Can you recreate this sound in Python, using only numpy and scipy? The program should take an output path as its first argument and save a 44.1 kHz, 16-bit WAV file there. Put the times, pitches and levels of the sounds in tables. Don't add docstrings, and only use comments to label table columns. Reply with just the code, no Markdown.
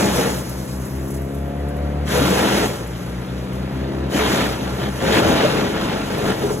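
import sys
import numpy as np
from scipy import signal
from scipy.fft import rfft, irfft, next_fast_len
from scipy.io import wavfile
from scipy.ndimage import uniform_filter1d, map_coordinates

SR = 44100
rng = np.random.default_rng(int(sys.argv[2]) if len(sys.argv) > 2 else 0)


def wav_out(sig):
    wavfile.write(sys.argv[1], SR, np.round(np.clip(np.atleast_2d(sig).T, -1, 1) * 32767).astype(np.int16))


N = 291060


def amp(db):
    return 10 ** (np.asarray(db) / 20)


def unit(x):
    return x / np.sqrt(np.mean(x ** 2) + 1e-20)


def along(points, hz):
    f, v = np.transpose(points)
    return np.interp(np.log(hz + 1), np.log(f + 1), v)


def curves(rows):
    s, *cols = np.transpose(rows)
    return [np.interp(np.arange(N) / SR, s, c) for c in cols]


def wobble(rate_hz):
    knots = rng.standard_normal(int(N * rate_hz / SR) + 4)
    return map_coordinates(knots, [np.arange(N) * rate_hz / SR])


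def filtered(x, response):
    m = next_fast_len(N + SR // 2)
    return irfft(rfft(x, m) * response(np.fft.rfftfreq(m, 1 / SR)), m)[..., :N]


# (frequency [Hz], width [Hz], peak gain at resonant=1 [dB])
CHUTE_MODES = [(199.6, 43, 5.5), (317, 82, 3.5), (423, 35, 4.5), (486, 13, 2), (533, 48, 2), (630, 67, 2),
               (854, 27, 4), (993, 23, 2.5), (1376, 19, 7), (1670, 760, 4), (2080, 9.9, -8), (2690, 34, -3),
               (3440, 55, -2.5)]


def chute_db(hz):
    return sum(db / (1 + (2 * (hz - centre) / width) ** 2) for centre, width, db in CHUTE_MODES)


def rush(spectrum, patchy_db, resonant):
    z = signal.stft(rng.standard_normal((2, N)), nperseg=512)[2]
    field = rng.standard_normal(z.shape[1:])
    field = uniform_filter1d(uniform_filter1d(field, 6, 0), 8, 1)
    pair = signal.istft(z * amp(patchy_db * unit(field)), nperseg=512)[1][:, :N]
    return unit(filtered(pair, lambda hz: amp(along(spectrum, hz) + resonant * chute_db(hz))))


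def grains(per_second, spread_db, life_s):
    draws = rng.random((round(per_second * N / SR), 2))
    sizes = amp(-spread_db * np.log(1 - draws[:, 1]))
    hits = np.bincount((draws[:, 0] * N).astype(int), sizes, N)
    laps = signal.lfilter([1], [1, -np.exp(-1 / (life_s * SR))], np.tile(hits, reps=2))
    return unit(laps[N:])


# (frequency [Hz], relative density [dB per Hz])
FAN_SPECTRUM = [(30, -28), (50, -19), (65, -6), (120, -8.5), (200, -3), (350, -8.5), (600, -10.5),
                (1000, -15), (2000, -21), (4000, -34), (8000, -40), (12400, -36), (13200, -50),
                (15700, -50)]


def cooling_fan():
    return amp(-35 + .8 * wobble(3)) * rush(FAN_SPECTRUM, patchy_db=1, resonant=.15)


# (time [s], level [dB])
DUST_LEVEL = [(0, -55), (.4, -48), (.8, -47), (1.05, -47), (1.4, -52.5), (1.65, -63), (2.3, -78)]
# (time [s], level before attack and noise [dB])
TICKS_AND_PUFFS = [(0.492, -29), (0.8494, -40), (0.9594, -45), (1.0794, -36), (1.1034, -33), (1.1398, -33),
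                   (1.1644, -40), (1.3433, -40), (1.3694, -49), (1.6826, -37), (1.7644, -41), (2.8694, -35),
                   (3.0594, -41), (3.5294, -38), (3.5494, -39)]
# (frequency [Hz], relative density [dB per Hz])
PATTER_SPECTRUM = [(3000, -26), (5500, -8), (9000, -4), (12400, 0), (13200, -12), (15700, -13)]
TICK_T60_S, TICK_ATTACK_S = 0.065, .004


def dust_and_ticks():
    ticks, t = np.zeros(N + SR), np.arange(SR // 3) / SR
    for s, db in TICKS_AND_PUFFS:
        ticks[round(s * SR):][:len(t)] += amp(db - 60 * t / TICK_T60_S) * (1 - np.exp(-t / TICK_ATTACK_S))
    dust = amp(curves(DUST_LEVEL)[0]) * grains(2500, spread_db=1.6, life_s=.006)
    return (ticks[:N] + dust) * rush(PATTER_SPECTRUM, patchy_db=2, resonant=0)


# (time [s], level before attack and roughness [dB], frequency [Hz], t60 [s])
KNOCKS_AND_RINGS = [(0.025, -13, 202, .15), (0.19, -14.5, 450.4, .25), (0.25, -10, 466, 0.16),
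                    (2.142, -12, 490, 0.42), (2.212, -7.5, 288, 0.12), (2.31, -11, 196, 0.1),
                    (2.432, -10, 460, 0.091), (2.533, -9.5, 193, 0.14), (2.618, -19, 307, .08),
                    (4.152, -6.5, 293, 0.084), (4.19, -12, 429, 0.28), (4.425, -10, 295, 0.11),
                    (5.12, -5, 428, 0.063), (5.187, -9, 194, 0.11), (5.245, -8, 587, .12),
                    (5.275, -3.5, 427, 0.079), (5.3, -11, 658, 0.19), (5.345, -11, 513, 0.13),
                    (5.43, -3, 438, 0.076), (5.445, -8, 598, 0.089), (5.744, -13, 436, 0.12),
                    (5.823, -14, 198, 0.085), (6.228, -11.5, 193, 0.08), (6.295, -4.5, 203, 0.07),
                    (6.432, -6, 408, 0.12), (6.5, -16.5, 425, 0.36)]
KNOCK_ATTACK_S, KNOCK_ROUGH_DB = 0.0091, 3


def chute_knocks():
    knocks, t = np.zeros(N + SR), np.arange(SR // 3) / SR
    for s, db, hz, t60_s in KNOCKS_AND_RINGS:
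        envelope = amp(db - 60 * t / t60_s) * (1 - np.exp(-t / KNOCK_ATTACK_S))
        knocks[round(s * SR):][:len(t)] += envelope * np.sin(2 * np.pi * hz * t)
    return amp(KNOCK_ROUGH_DB * wobble(45)) * knocks[:N]


# (multiple of firing rate [-], relative level [dB])
EXHAUST_TONES = [(1, 0), (1.5, -19), (2, 0), (2.5, -10), (3, 0), (3.5, -15), (4, -6), (4.5, -15), (5, -8.5),
                 (5.5, -20), (6, -8), (6.5, -19), (7, -12), (8, -12), (8.5, -19), (9, -23), (9.5, -20),
                 (10, -15)]
UNEVEN_FREE_DB, UNEVEN_LOADED_DB = -2, 10.5


def exhaust(firing, load, upper_db):
    uneven_db = UNEVEN_FREE_DB + (UNEVEN_LOADED_DB - UNEVEN_FREE_DB) * load
    tones = 0
    for k, db in EXHAUST_TONES:
        level_db = db + (k % 1 > 0) * uneven_db + (k > 3) * upper_db
        flutter_db = (.12 * k + .08 * uneven_db) * wobble(6)
        lag_rad = .14 * k * (k - 1) + np.pi * max(k - 4, 0)
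        tones = tones + amp(level_db + flutter_db) * np.sin(2 * np.pi * k * firing - lag_rad)
    return tones


# (multiple of drum pulse rate [-], relative level [dB], phase offset [turns])
DRUM_TONES = [(1, -0.5, 0), (2, -3, 0.084), (3, -29, 0.021), (4, -14, 0.11), (5, -15, 0.00013)]


def knife_drum(turning):
    return sum(-amp(db) * np.sin(2 * np.pi * (k * turning + offset)) for k, db, offset in DRUM_TONES)


# (time [s], rate before jitter [Hz])
FIRING_RATE = [(0, 67), (.37, 61), (.5, 61.8), (.85, 65.5), (1.2, 68.3), (1.6, 70.8), (2.08, 73.1),
               (2.3, 66), (2.6, 58.5), (2.75, 57.3), (3.1, 59.6), (4.05, 68), (4.13, 68.4), (4.3, 63.5),
               (4.5, 60.3), (5.06, 63.5), (5.55, 51), (5.8, 47.8), (6.6, 44.5)]
# (time [s], gain [turns])
DRUM_GAINED = [(0, -1.15), (1.742, 7), (2.115, 9), (2.29, 10), (2.49, 11), (2.768, 12), (3.275, 14),
               (4.133, 18), (4.6, 20), (5.218, 23), (6.6, 29)]
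# (time [s], engine level [dB], drum level [dB], lift of exhaust tones above the third [dB])
FREE_RUNNING = [(0, -29, -32, 0), (.45, -34, -31.5, 0), (.85, -32, -32.5, 1), (1.2, -30, -36.5, 2),
                (1.7, -29.5, -34, 3), (2.1, -27, -32, 0), (2.22, -24, -33, -4), (2.3, -34, -33, 0),
                (2.75, -34, -31.5, 0), (3.3, -32.5, -31, 2), (3.7, -30.5, -33, 2.5), (3.9, -29.5, -33.5, 4),
                (4.1, -28.5, -34.5, 2), (4.5, -32.5, -30, 0), (5.06, -35, -29.5, 0), (5.6, -32, -40, 0),
                (6.6, -32, -42, 0)]
# (frequency [Hz], gain [dB])
HOUSING_COLOUR = [(30, -20), (45, -5), (60, -2), (69, 1), (73, 8), (77, 1), (100, -2), (134, 3), (147, 1),
                  (155, -5), (178, 4), (195, 2), (218, -4), (270, 2.5), (295, -1), (322, -3), (336, 6),
                  (345, -2), (365, -4), (405, 2), (432, -6), (460, -7), (505, 5), (530, -4), (575, 6),
                  (605, -2), (640, -2), (668, 2), (700, 6.5), (900, 0)]
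ENGINE_LOADED_DB, DRUM_LOADED_DB = -3, -0.5
FULL_LOAD_DB, LOAD_RANGE_DB = -18.5, 27.5


def hum(rattle_gain):
    load = np.clip(1 + (20 * np.log10(rattle_gain) - FULL_LOAD_DB) / LOAD_RANGE_DB, 0, 1)
    load = uniform_filter1d(load, size=SR // 8)
    engine_db, drum_db, upper_db = curves(FREE_RUNNING)
    firing = np.cumsum(curves(FIRING_RATE)[0] * (1 + .001 * wobble(12))) / SR
    turning = firing + curves(DRUM_GAINED)[0]
    tones = amp(engine_db + ENGINE_LOADED_DB * load) * exhaust(firing, load, upper_db)
    tones = tones + amp(drum_db + DRUM_LOADED_DB * load) * knife_drum(turning)
    return filtered(tones, lambda hz: amp(along(HOUSING_COLOUR, hz))), turning


# (time [s], rattle [dB], thuds over rattle [dB], spray [dB])
LEFTOVERS = [(0, -40, 6, -38.5), (.4, -40.5, 11.5, -39), (.75, -48, 7, -43), (1.4, -48, 10, -58),
             (2.05, -45.5, 11.5, -61), (2.75, -41, 5, -44.5), (3.45, -41.5, 4.5, -51.5),
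             (4.1, -39.5, 9, -54.5), (4.6, -33.5, 4.5, -42.5), (6.6, -50, 11, -39)]
# (start [s], length [s], rattle [dB],
# change by the end [dB], thuds over rattle [dB], spray before spurt [dB])
SURGES = [(-.15, 0.41, -24.5, -1.5, 5.5, -27.5), (2.034, 0.56, -22, 0, 3, -29.5),
          (2.6, .08, -30, -2, 4, -40), (4.074, 0.38, -20.5, -3, 2.5, -31),
          (4.577, 0.059, -29.5, 3, 5.5, -46), (4.72, 0.1, -26.5, -1.9, 5.5, -37.5),
          (4.95, 0.23, -23.5, 4.5, 4, -36), (5.112, 0.18, -21.5, 1.5, 6.5, -33),
          (5.246, 0.43, -19.5, -7, 5, -33), (5.63, 0.32, -26.5, -0.5, 5, -40.5),
          (5.932, 0.37, -32.5, 5.5, 6, -41.5), (6.297, 0.085, -31, 1, 4, -41),
          (6.351, 0.07, -30.5, 3.5, 9.5, -37.5), (6.428, 0.088, -35.5, 0, 9, -34.5)]
ATTACK_S, ATTACK_CURVE = 0.042, 2.85
RELEASE_DB_PER_S, SPRAY_RELEASE_DB_PER_S = 86, 58
BOOM_LINGERS_DB_PER_S = 25
CHANGE_CURVE, SPRAY_FOLLOWS = 1.3, 0.85
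SPURT_DB, SPURT_S = 6, 0.072
LAST_CHIPS_DB, LAST_CHIPS_S = 1.2, .06


def chipping_gains():
    rattle_db, over_idle_db, spray_db = curves(LEFTOVERS)
    gains = amp([rattle_db, rattle_db + over_idle_db, spray_db])
    clumps_db = LAST_CHIPS_DB * wobble(28)
    for s, length, db, change_db, over_db, fly_db in SURGES:
        t = np.maximum(np.arange(N) / SR - s, 0)
        after = np.maximum(t - length, 0)
        drift_db = change_db * np.minimum(t / length, 1) ** CHANGE_CURVE
        roar_db = db + drift_db - RELEASE_DB_PER_S * after + clumps_db * np.minimum(after / LAST_CHIPS_S, 1)
        boom_db = roar_db + over_db + BOOM_LINGERS_DB_PER_S * after
        flying_db = fly_db + SPRAY_FOLLOWS * drift_db + SPURT_DB * np.exp(-t / SPURT_S)
        flying_db = flying_db - SPRAY_RELEASE_DB_PER_S * after
        swell = (1 - np.exp(-t / ATTACK_S)) ** ATTACK_CURVE
        gains = np.maximum(gains, swell * amp([roar_db, boom_db, flying_db]))
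    return gains


# (frequency [Hz], relative density [dB per Hz])
THUD_SPECTRUM = [(35, -23), (90, -4.5), (200, -2.5), (500, -3.5), (800, -8.5), (1300, -16.5), (3000, -51)]
RATTLE_SPECTRUM = [(300, -14), (700, 0), (1100, -3.5), (2000, -4.5), (3500, -4), (4500, -10), (7000, -21),
                   (12000, -43)]
SPRAY_SPECTRUM = [(2000, -22), (4000, -3), (6000, 1), (8000, -3.5), (10500, -2.5), (12400, -2.5),
                  (13200, -16), (15700, -15)]


def chipping(gains, turning):
    rattle_gain, thud_gain, spray_gain = gains
    bite = 1 + 0.048 * np.cos(2 * np.pi * turning)
    waver = wobble(18)
    thud = thud_gain * amp(.6 * waver) * bite * rush(THUD_SPECTRUM, patchy_db=1.1, resonant=1.2)
    rattle = rattle_gain * amp(0.32 * waver) * grains(4000, spread_db=1.5, life_s=.004)
    rattle = rattle * rush(RATTLE_SPECTRUM, patchy_db=1.2, resonant=1.0)
    spray = spray_gain * amp(.8 * waver) * grains(3600, spread_db=-0.5, life_s=0.0078)
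    spray = spray * rush(SPRAY_SPECTRUM, patchy_db=1.5, resonant=0)
    return thud + rattle + spray


# (frequency [Hz], correlation [-])
PORT_LIKENESS = [(60, 1), (150, .98), (300, 0.9), (600, 0.72), (1100, 0.75), (1800, 0.6), (2500, 0.35),
                 (3300, 0.45), (4700, 0.8), (7000, .85), (15000, 0.8)]
# (frequency [Hz], lead [rad])
LEFT_LEAD = [(0, 0), (200, -.2), (400, -.75), (800, -1.35), (1900, -.6), (4700, 3.14), (15500, 18.74)]
# (frequency [Hz], level [dB])
LEFT_OVER_RIGHT = [(60, 0.8), (150, 2.5), (400, 2.5), (700, -.5), (1800, 1), (4000, 0.2), (8000, 0)]


def ports(pair):
    turn = lambda hz: np.arccos(np.clip(along(PORT_LIKENESS, hz), -1, 1)) / 2
    direct, scattered = filtered(pair, lambda hz: np.array([np.cos(turn(hz)), np.sin(turn(hz))]))
    left_right = np.array([direct + scattered, direct - scattered])

    def half(hz):
        return np.exp(.5j * np.interp(hz, *np.transpose(LEFT_LEAD))) * amp(along(LEFT_OVER_RIGHT, hz) / 2)

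    return filtered(left_right, lambda hz: np.array([half(hz), 1 / half(hz)]))


def scene():
    gains = chipping_gains()
    tones, turning = hum(gains[0])
    direct_only = (tones + chute_knocks()) * [[1], [0]]
    return ports(cooling_fan() + dust_and_ticks() + direct_only + chipping(gains, turning))


TOP_HZ = 15800


def record(dry):
    rounded = dry / (1 + np.abs(dry / .85) ** 4) ** (1 / 4)
    return filtered(rounded, lambda hz: hz < TOP_HZ)


dry = scene()
out = record(dry)
wav_out(out)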